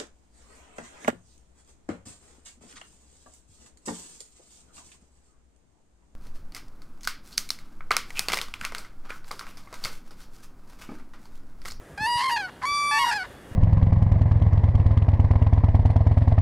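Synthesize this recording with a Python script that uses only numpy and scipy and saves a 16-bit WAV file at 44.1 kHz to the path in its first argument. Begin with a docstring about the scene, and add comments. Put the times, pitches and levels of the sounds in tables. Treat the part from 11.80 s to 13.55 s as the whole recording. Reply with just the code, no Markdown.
"""A pair of cranes trumpets on an open field, each a pulsing syrinx filtered by a long windpipe. The lower
voice gives one arched, fluttering call; the higher voice holds a clean note, and the lower one cuts in under it
with a second arch. The ground and a stone wall scatter the calls, and faint echoes return from the wall and the
trees; light wind hisses and bumps the microphone."""
import sys
import numpy as np
from scipy import signal
from scipy.fft import rfft, irfft
from scipy.io import wavfile

SR = 44100
rng = np.random.default_rng(int(sys.argv[2]) if len(sys.argv) > 2 else 0)


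def put_to_file(sound):
    """Save the sound as 16-bit audio at rate SR, in the file named by the first command-line argument."""
    columns = np.atleast_2d(sound).T  # one column per channel
    safe = np.clip(columns, -1, 1)
    whole_steps = np.round(safe * 32767)
    wavfile.write(sys.argv[1], SR, whole_steps.astype(np.int16))


N = 77175

# The course of each call. Each row: time in seconds, pitch in Hz, level in dB,
# flutter depth in octaves, roughness from 0 to 1.
LOW_FIRST_CALL = [(.171, 806, -79, 0.0099, 0.5), (.177, 799, -31, 0.07, 0.16), (.195, 817.6, -32, 0.015, 0),
                  (.21, 857.4, -28, .006, 0.04), (.261, 888.6, -22, 0.0019, 0.03),
                  (.272, 956, -24.5, 0.018, 0.07), (.32, 961, -24, 0.014, 0.02), (.36, 961, -24, 0.015, 0),
                  (.385, 961, -24, 0.056, 0.14), (.415, 956, -25, 0.13, 0.14),
                  (.434, 1077, -24, 0.0067, 0.21), (.485, 1062, -22.5, 0.029, 0.02),
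                  (.503, 1019, -24.5, 0.032, 0.04), (.525, 951, -23.5, 0.0028, 0.11),
                  (.556, 932, -27, 0.0035, 0), (.572, 930, -23, .025, 0.04), (.585, 837, -29, .012, 0.1),
                  (.605, 831, -26, 0.0077, 0), (.622, 773, -31, 0.0081, 0.1), (.657, 739, -29.5, .005, 0),
                  (.68, 714, -40.5, 0.013, 0), (.69, 710, -73, .01, 0.4)]
LOW_SECOND_CALL = [(1.111, 850, -28.5, 0.026, 0.13), (1.115, 859.6, -25, 0.024, 0.066),
                   (1.15, 880, -23.5, 0.017, 0.046), (1.183, 891.6, -21.5, .03, 0.046),
                   (1.198, 962.4, -24.5, 0.013, .05), (1.25, 952.6, -23, .005, 0.054),
                   (1.293, 950.5, -23.5, 0.0046, 0.14), (1.306, 916, -25, 0.0061, 0.063),
                   (1.316, 886.6, -24, 0.011, 0.061), (1.329, 891, -23.5, 0.021, 0.14),
                   (1.347, 840, -27.5, 0.018, 0.069), (1.366, 844, -24.5, 0.0091, .07),
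                   (1.386, 784, -29.5, 0.019, .04), (1.412, 735, -28, .012, 0.048),
                   (1.431, 741, -27.5, .012, 0.056), (1.443, 767, -59, 0.016, 0.53)]
HIGH_CALL = [(.826, 980, -41.5, 0.019, 0.393), (.838, 1020, -25.5, 0.013, 0.087),
             (.851, 1035, -23, 0.015, 0.05), (.859, 1140, -30, .015, 0.082),
             (.869, 1125, -26.5, 0.017, 0.057), (.881, 1152, -26, 0.0048, 0.021),
             (.95, 1160, -24.5, 0.0031, 0.009), (1.1, 1159, -24.5, 0.0072, 0.0087),
             (1.162, 1146, -25, .003, 0.022), (1.204, 1112, -23.5, .003, 0.022),
             (1.238, 1074, -21.5, 0.0043, 0.055), (1.256, 966, -25.5, 0.01, 0.22),
             (1.275, 801, -39, 0.052, 0.33), (1.298, 706, -27, 0.011, .12), (1.32, 710, -26.5, 0.011, .12),
             (1.34, 676, -65, .01, .3)]
# Throat resonances in the lower (chest) and upper (head) register.
# Each row: frequency in Hz, relative gain in dB.
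LOW_CHEST = [(450, -46), (740, -6), (870, 0), (1150, 8), (1490, 5), (1740, 2.5), (2230, -2), (2600, -7),
             (3000, -8), (3450, -15.5), (3750, -23), (4350, -7), (5150, -12.5), (5500, -22.5), (6000, -17),
             (6900, -26), (7800, -23.5), (9500, -29), (10500, -23), (11400, -29.5), (13000, -37),
             (16000, -103)]
LOW_FIRST_HEAD = [(450, -49.5), (800, 0), (960, 4.5), (1080, 8), (1450, 0.5), (1920, -4.5), (2130, 1.5),
                  (2450, -7), (2880, -5.5), (3250, -7), (3840, -16.5), (4280, -2), (4800, -8), (5300, -19),
                  (5770, -20.5), (6700, -23), (7700, -30), (8650, -20.5), (9600, -27.5), (10600, -14),
                  (11500, -24), (12600, -31), (16000, -60)]
LOW_SECOND_HEAD = [(450, -58), (800, -24), (960, 4), (1450, -22), (1920, -4.5), (2400, -11), (2880, -3.5),
                   (3830, -11.5), (4300, -40), (4780, -9), (5740, -16), (6700, -24), (7700, -23.5),
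                   (8620, -19.5), (9600, -22.5), (10500, -30), (11500, -22), (12600, -31), (16000, -49)]
HIGH_CHEST = [(500, -55), (700, -13), (850, 11.5), (1030, 13), (1420, 10), (2050, -0.5), (3100, -64),
              (4500, -25), (7000, -37), (10000, -45), (16000, -70)]
HIGH_HEAD = [(600, -38), (1000, -12.5), (1160, -3), (2320, -8.5), (3480, -16), (4640, -12.5), (5800, -19.5),
             (6960, -25), (8120, -25.5), (9280, -21.5), (10440, -28.5), (11600, -36.5), (12760, -51),
             (16000, -71)]
# Cracks of the lower voice. Each row: centre in seconds, pitch drop in octaves, half length in seconds.
CRACKS = [(.4975, .24, .0018), (.5078, .25, .0018), (.516, .08, .002), (.567, .17, .003), (.579, .12, .002),
          (1.315, .18, .0022), (1.328, .15, .002), (1.339, .12, .0018)]
# Catches of the voice. Each row: centre in seconds, half length in seconds, relative level in dB.
CATCHES = [(.828, .009, -35), (.849, .009, -40), (.691, .011, -42), (1.275, .025, -37), (1.448, .011, -39)]
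# Spectra of the rasp, catches, echoes and wind. Each row: frequency in Hz, relative gain in dB.
RASP_SPECTRUM = [(400, -67), (750, -17), (1000, 4), (1400, -13.5), (1900, 6.5), (2500, -13.5),
                 (3700, -10.5), (4600, -1), (6000, -14), (8500, -14), (11500, -21), (13000, -46),
                 (16000, -57)]
CATCH_SPECTRUM = [(400, -55), (750, 0), (1000, 1), (1400, 2.5), (1900, 2.5), (2600, -17), (4600, -18),
                  (7000, -28), (10000, -43), (16000, -60)]
ECHO_SPECTRUM = [(500, -6), (1100, -13), (2300, -17), (2900, -2.5), (3500, 4), (4700, -12.5), (7000, -23),
                 (16000, 2)]
WIND_SPECTRUM = [(12, -31), (20, -3.5), (87, -3.5), (597, -8), (1040, -16.5), (1200, -14), (1450, -16),
                 (1720, -13), (1980, -17.5), (2270, -22.5), (3000, -26.5), (3450, -26), (3960, -32),
                 (9930, -30.5), (15500, -41)]
# The slow rise of the wind. Each row: time in seconds, level in dB relative to WIND_DB.
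WIND_RISE = [(0, -2), (.7, -1.5), (1.1, -1), (1.5, .5), (1.75, 1)]
# Wind bumps. Each row: centre in seconds, peak in dB, pitch in Hz, half length in seconds.
BUMPS = [(.116, -44, 148, 0.014), (.144, -43, 70, 0.0065), (.209, -28, 170, 0.0016), (0.216, -33, 88, .006),
         (.234, -30.5, 170, 0.0011), (0.255, -42.5, 80, .008), (0.36, -31.5, 101, 0.0037),
         (0.919, -41, 83, 0.0065), (1.714, -30, 150, 0.0011), (1.723, -27.5, 85, 0.0027)]
# Stereo width of wind and scatter. Each row: frequency in Hz, side minus mid level in dB.
WIND_WIDTH = [(20, -18), (120, -34.5), (400, -32), (2000, -14.5), (6000, -18), (16000, -51)]
SCATTER_WIDTH = [(500, -41), (1400, -4), (3000, -43), (6000, -44), (16000, -34)]

WIND_DB, SWELL_DB, SWELL_HZ = -47, .7, 8
SCATTER_DB, SCATTER_T60_S = -23, 0.23
NEAR_ECHO_S, NEAR_ECHO_DB, FAR_ECHO_S, FAR_ECHO_DB = 0.12, -25, .425, -35.5
BLUR_DB, BLUR_T60_S = 5, 0.54
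CATCH_GAIN_DB, CREAK_HZ, CREAK_DEPTH = 0.5, 189.2, 0.31
TRILL_START_S, TRILL_END_S, TRILL_HZ = .4315, .495, 46
TRILL_OCTAVES, TRILL_DULL_DB = 0.0605, 4.5  # pitch dip; dulling in dB per octave
LOW_BREAK_HZ, HIGH_BREAK_HZ, BREAK_WIDTH_HZ = 912, 1075, 6  # pitch at which the register flips
LOW_FLUTTER_HZ, HIGH_FLUTTER_HZ, FLUTTER_CUSP = 101.2, 83.9, 0.21
JITTER_OCTAVES, JITTER_HZ, SHIMMER = 0.0637, 398, 0.24  # depths at full roughness
FULL_DB, SOFT_DULL = -21, 0.27  # overtones lose SOFT_DULL dB per octave for each dB below full voice
DRIFT_DB, DRIFT_HZ = 1.1755, 6.9  # overtones wax and wane, in dB per octave above the fundamental
LOW_RELEASE, HIGH_RELEASE = (0.044, 2.4), (0.18, 8.5)  # final dulling: seconds, dB per octave
RASP_DB, RASP_POWER = 9.5, 1.204  # the rasp grows faster than the roughness
EDGE_HZ = 15700


def amp(db):
    """Amplitude grows tenfold for every 20 dB."""
    return 10 ** (np.asarray(db) / 20)


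def unit(x):
    """Normalisation to an rms of 1."""
    return x / np.sqrt(np.mean(x ** 2) + 1e-20)


def gain_db(spectrum, hz):
    """Interpolation of a spectrum on a logarithmic frequency axis."""
    f, db = np.transpose(spectrum)
    return np.interp(np.log(hz + 1), np.log(f + 1), db)


def colour(x, spectrum):
    """Minimum-phase filtering: the phase follows from the log gain by the Hilbert transform."""
    log_gain = np.log(amp(gain_db(spectrum, abs(np.fft.fftfreq(4096, 1 / SR)))))
    response = np.exp(np.conj(signal.hilbert(log_gain)))
    return signal.fftconvolve(x, np.fft.ifft(response).real[:2048])[:N]


def wander(hz):
    """Low-pass noise: random motion of rms 1, mostly slower than hz."""
    rolloff = np.sqrt(1 + (np.fft.rfftfreq(N, 1 / SR) / hz) ** 6)
    return unit(irfft(rfft(rng.standard_normal(N)) / rolloff, N))


def wind():
    """Turbulence: air over the grass makes a low, gently swelling broadband rush."""
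    t = np.arange(N) / SR
    level_db = WIND_DB + np.interp(t, *np.transpose(WIND_RISE)) + SWELL_DB * wander(SWELL_HZ)
    return amp(level_db) * unit(colour(rng.standard_normal(N), WIND_SPECTRUM))


def wind_bumps():
    """Pressure pulses: wind pushes on the microphone in brief, dull wave packets."""
    t = np.arange(N) / SR
    return sum(amp(db) * np.exp(-.5 * ((t - s) / half) ** 2) * np.cos(2 * np.pi * hz * (t - s))
               for s, db, hz, half in BUMPS)


def wall_and_tree_echoes(x):
    """Delayed reflection: the near stone wall and the far tree line each return a faint echo trailing a short
    blur."""
    t = np.arange(SR) / SR
    tail = rng.standard_normal(SR) * amp(-60 * t / BLUR_T60_S)
    blur = amp(BLUR_DB) * signal.fftconvolve(x, tail / np.linalg.norm(tail))[:N]
    reflected = colour(x + blur, ECHO_SPECTRUM)
    return sum(amp(db) * np.pad(reflected, (round(s * SR), 0))[:N]
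               for s, db in ((NEAR_ECHO_S, NEAR_ECHO_DB), (FAR_ECHO_S, FAR_ECHO_DB)))


def scatter(x):
    """Diffuse reflection: thin early scatter from the ground and stone wall decays exponentially."""
    t = np.arange(SR) / SR
    tail = rng.standard_normal(SR) * amp(-60 * t / SCATTER_T60_S) * (t > .005)
    return amp(SCATTER_DB) * signal.fftconvolve(x, tail / np.linalg.norm(tail))[:N]


def voice_catches():
    """Amplitude-modulated noise: short toneless creaks where the voice catches or lets go."""
    t = np.arange(N) / SR
    level = sum(amp(CATCH_GAIN_DB + db) * np.exp(-.5 * ((t - s) / half) ** 4) for s, half, db in CATCHES)
    creak_hz = CREAK_HZ * (1 + 0.233 * wander(61))
    creak = 1 + CREAK_DEPTH * np.cos(2 * np.pi * np.cumsum(creak_hz) / SR)
    return level * unit(colour(creak * rng.standard_normal(N), CATCH_SPECTRUM))


def cracks_and_trill():
    """Modulation of the lower voice: pitch drop in octaves, and the trill's dulling in dB per octave."""
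    t = np.arange(N) / SR
    dips = (.5 + .5 * np.cos(2 * np.pi * TRILL_HZ * (t - TRILL_START_S))) ** 3
    gate = (t > TRILL_START_S - .5 / TRILL_HZ) * np.clip((TRILL_END_S - t) * 2 * TRILL_HZ, 0, 1)
    trill = dips * gate
    cracks = sum(drop * np.exp(-.5 * ((t - s) / half) ** 2) for s, drop, half in CRACKS)
    return cracks + TRILL_OCTAVES * trill, TRILL_DULL_DB * trill


def crane_call(course, chest, head, break_hz, flutter_hz, release, drop=0, dull_db=0):
    """Source and filter: fluttering syrinx pulses and pulsed rasp sound through the long windpipe."""
    t = np.arange(N) / SR
    times, *columns = np.transpose(course)
    hz, db, depth, rough = (np.interp(t, times, column) for column in columns)
    level = amp(db) * (t > times[0]) * (t < times[-1])

    flutter_phase = 2 * np.pi * np.cumsum(flutter_hz * (1 + 0.227 * rough * wander(44))) / SR
    flutter = np.cos(flutter_phase) - FLUTTER_CUSP * np.cos(2 * flutter_phase)
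    pitch = hz * 2 ** (depth * flutter - drop + JITTER_OCTAVES * rough * wander(JITTER_HZ))
    phase = 2 * np.pi * np.cumsum(pitch) / SR

    # Overtones weaken when the voice is soft, and fade first as the call ends.
    release_s, release_db = release
    ending = np.clip(1 - (times[-1] - t) / release_s, 0, 1)
    tilt_db = SOFT_DULL * np.minimum(db - FULL_DB, 0) - dull_db - release_db * ending
    harmonics = range(1, 17)
    pulses = 0
    for k in harmonics:
        strength = amp(np.log2(k) * (tilt_db + DRIFT_DB * wander(DRIFT_HZ)))
        pulses += strength * np.cos(k * phase) * (k * pitch < EDGE_HZ)
    pulses *= 1 + SHIMMER * rough * wander(JITTER_HZ)

    # Above the break the throat flips from chest to head register.
    head_share = .5 + .5 * np.tanh((hz * 2 ** -drop - break_hz) / BREAK_WIDTH_HZ)
    tone = 0
    for throat, share in (chest, 1 - head_share), (head, head_share):
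        power = sum(amp(gain_db(throat, k * hz)) ** 2 for k in harmonics) / 2
        tone += colour(pulses * level * share / np.sqrt(power), throat)
    rasp = unit(colour(rng.standard_normal(N) * (1 + np.cos(phase)), RASP_SPECTRUM))
    return tone + amp(RASP_DB + tilt_db) * rough ** RASP_POWER * level * rasp


def scene():
    """Mid-side superposition: both birds stand straight ahead; only wind and scatter have width."""
    drop, dull_db = cracks_and_trill()
    low = sum(crane_call(course, LOW_CHEST, head, LOW_BREAK_HZ, LOW_FLUTTER_HZ, LOW_RELEASE, drop, dull_db)
              for course, head in ((LOW_FIRST_CALL, LOW_FIRST_HEAD), (LOW_SECOND_CALL, LOW_SECOND_HEAD)))
    high = crane_call(HIGH_CALL, HIGH_CHEST, HIGH_HEAD, HIGH_BREAK_HZ, HIGH_FLUTTER_HZ, HIGH_RELEASE)
    cranes = low + high + voice_catches()
    mid = cranes + scatter(cranes) + wall_and_tree_echoes(cranes) + wind() + wind_bumps()
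    side = colour(wind(), WIND_WIDTH) + colour(scatter(cranes), SCATTER_WIDTH)
    return np.array([mid + side, mid - side])


def record(dry):
    """Band limiting: a linear-phase low-pass removes the treble above EDGE_HZ."""
    lowpass = signal.firwin(511, EDGE_HZ, window=("kaiser", 9), fs=SR)
    return signal.oaconvolve(dry, lowpass[None], "same")


dry = scene()
out = record(dry)
put_to_file(out)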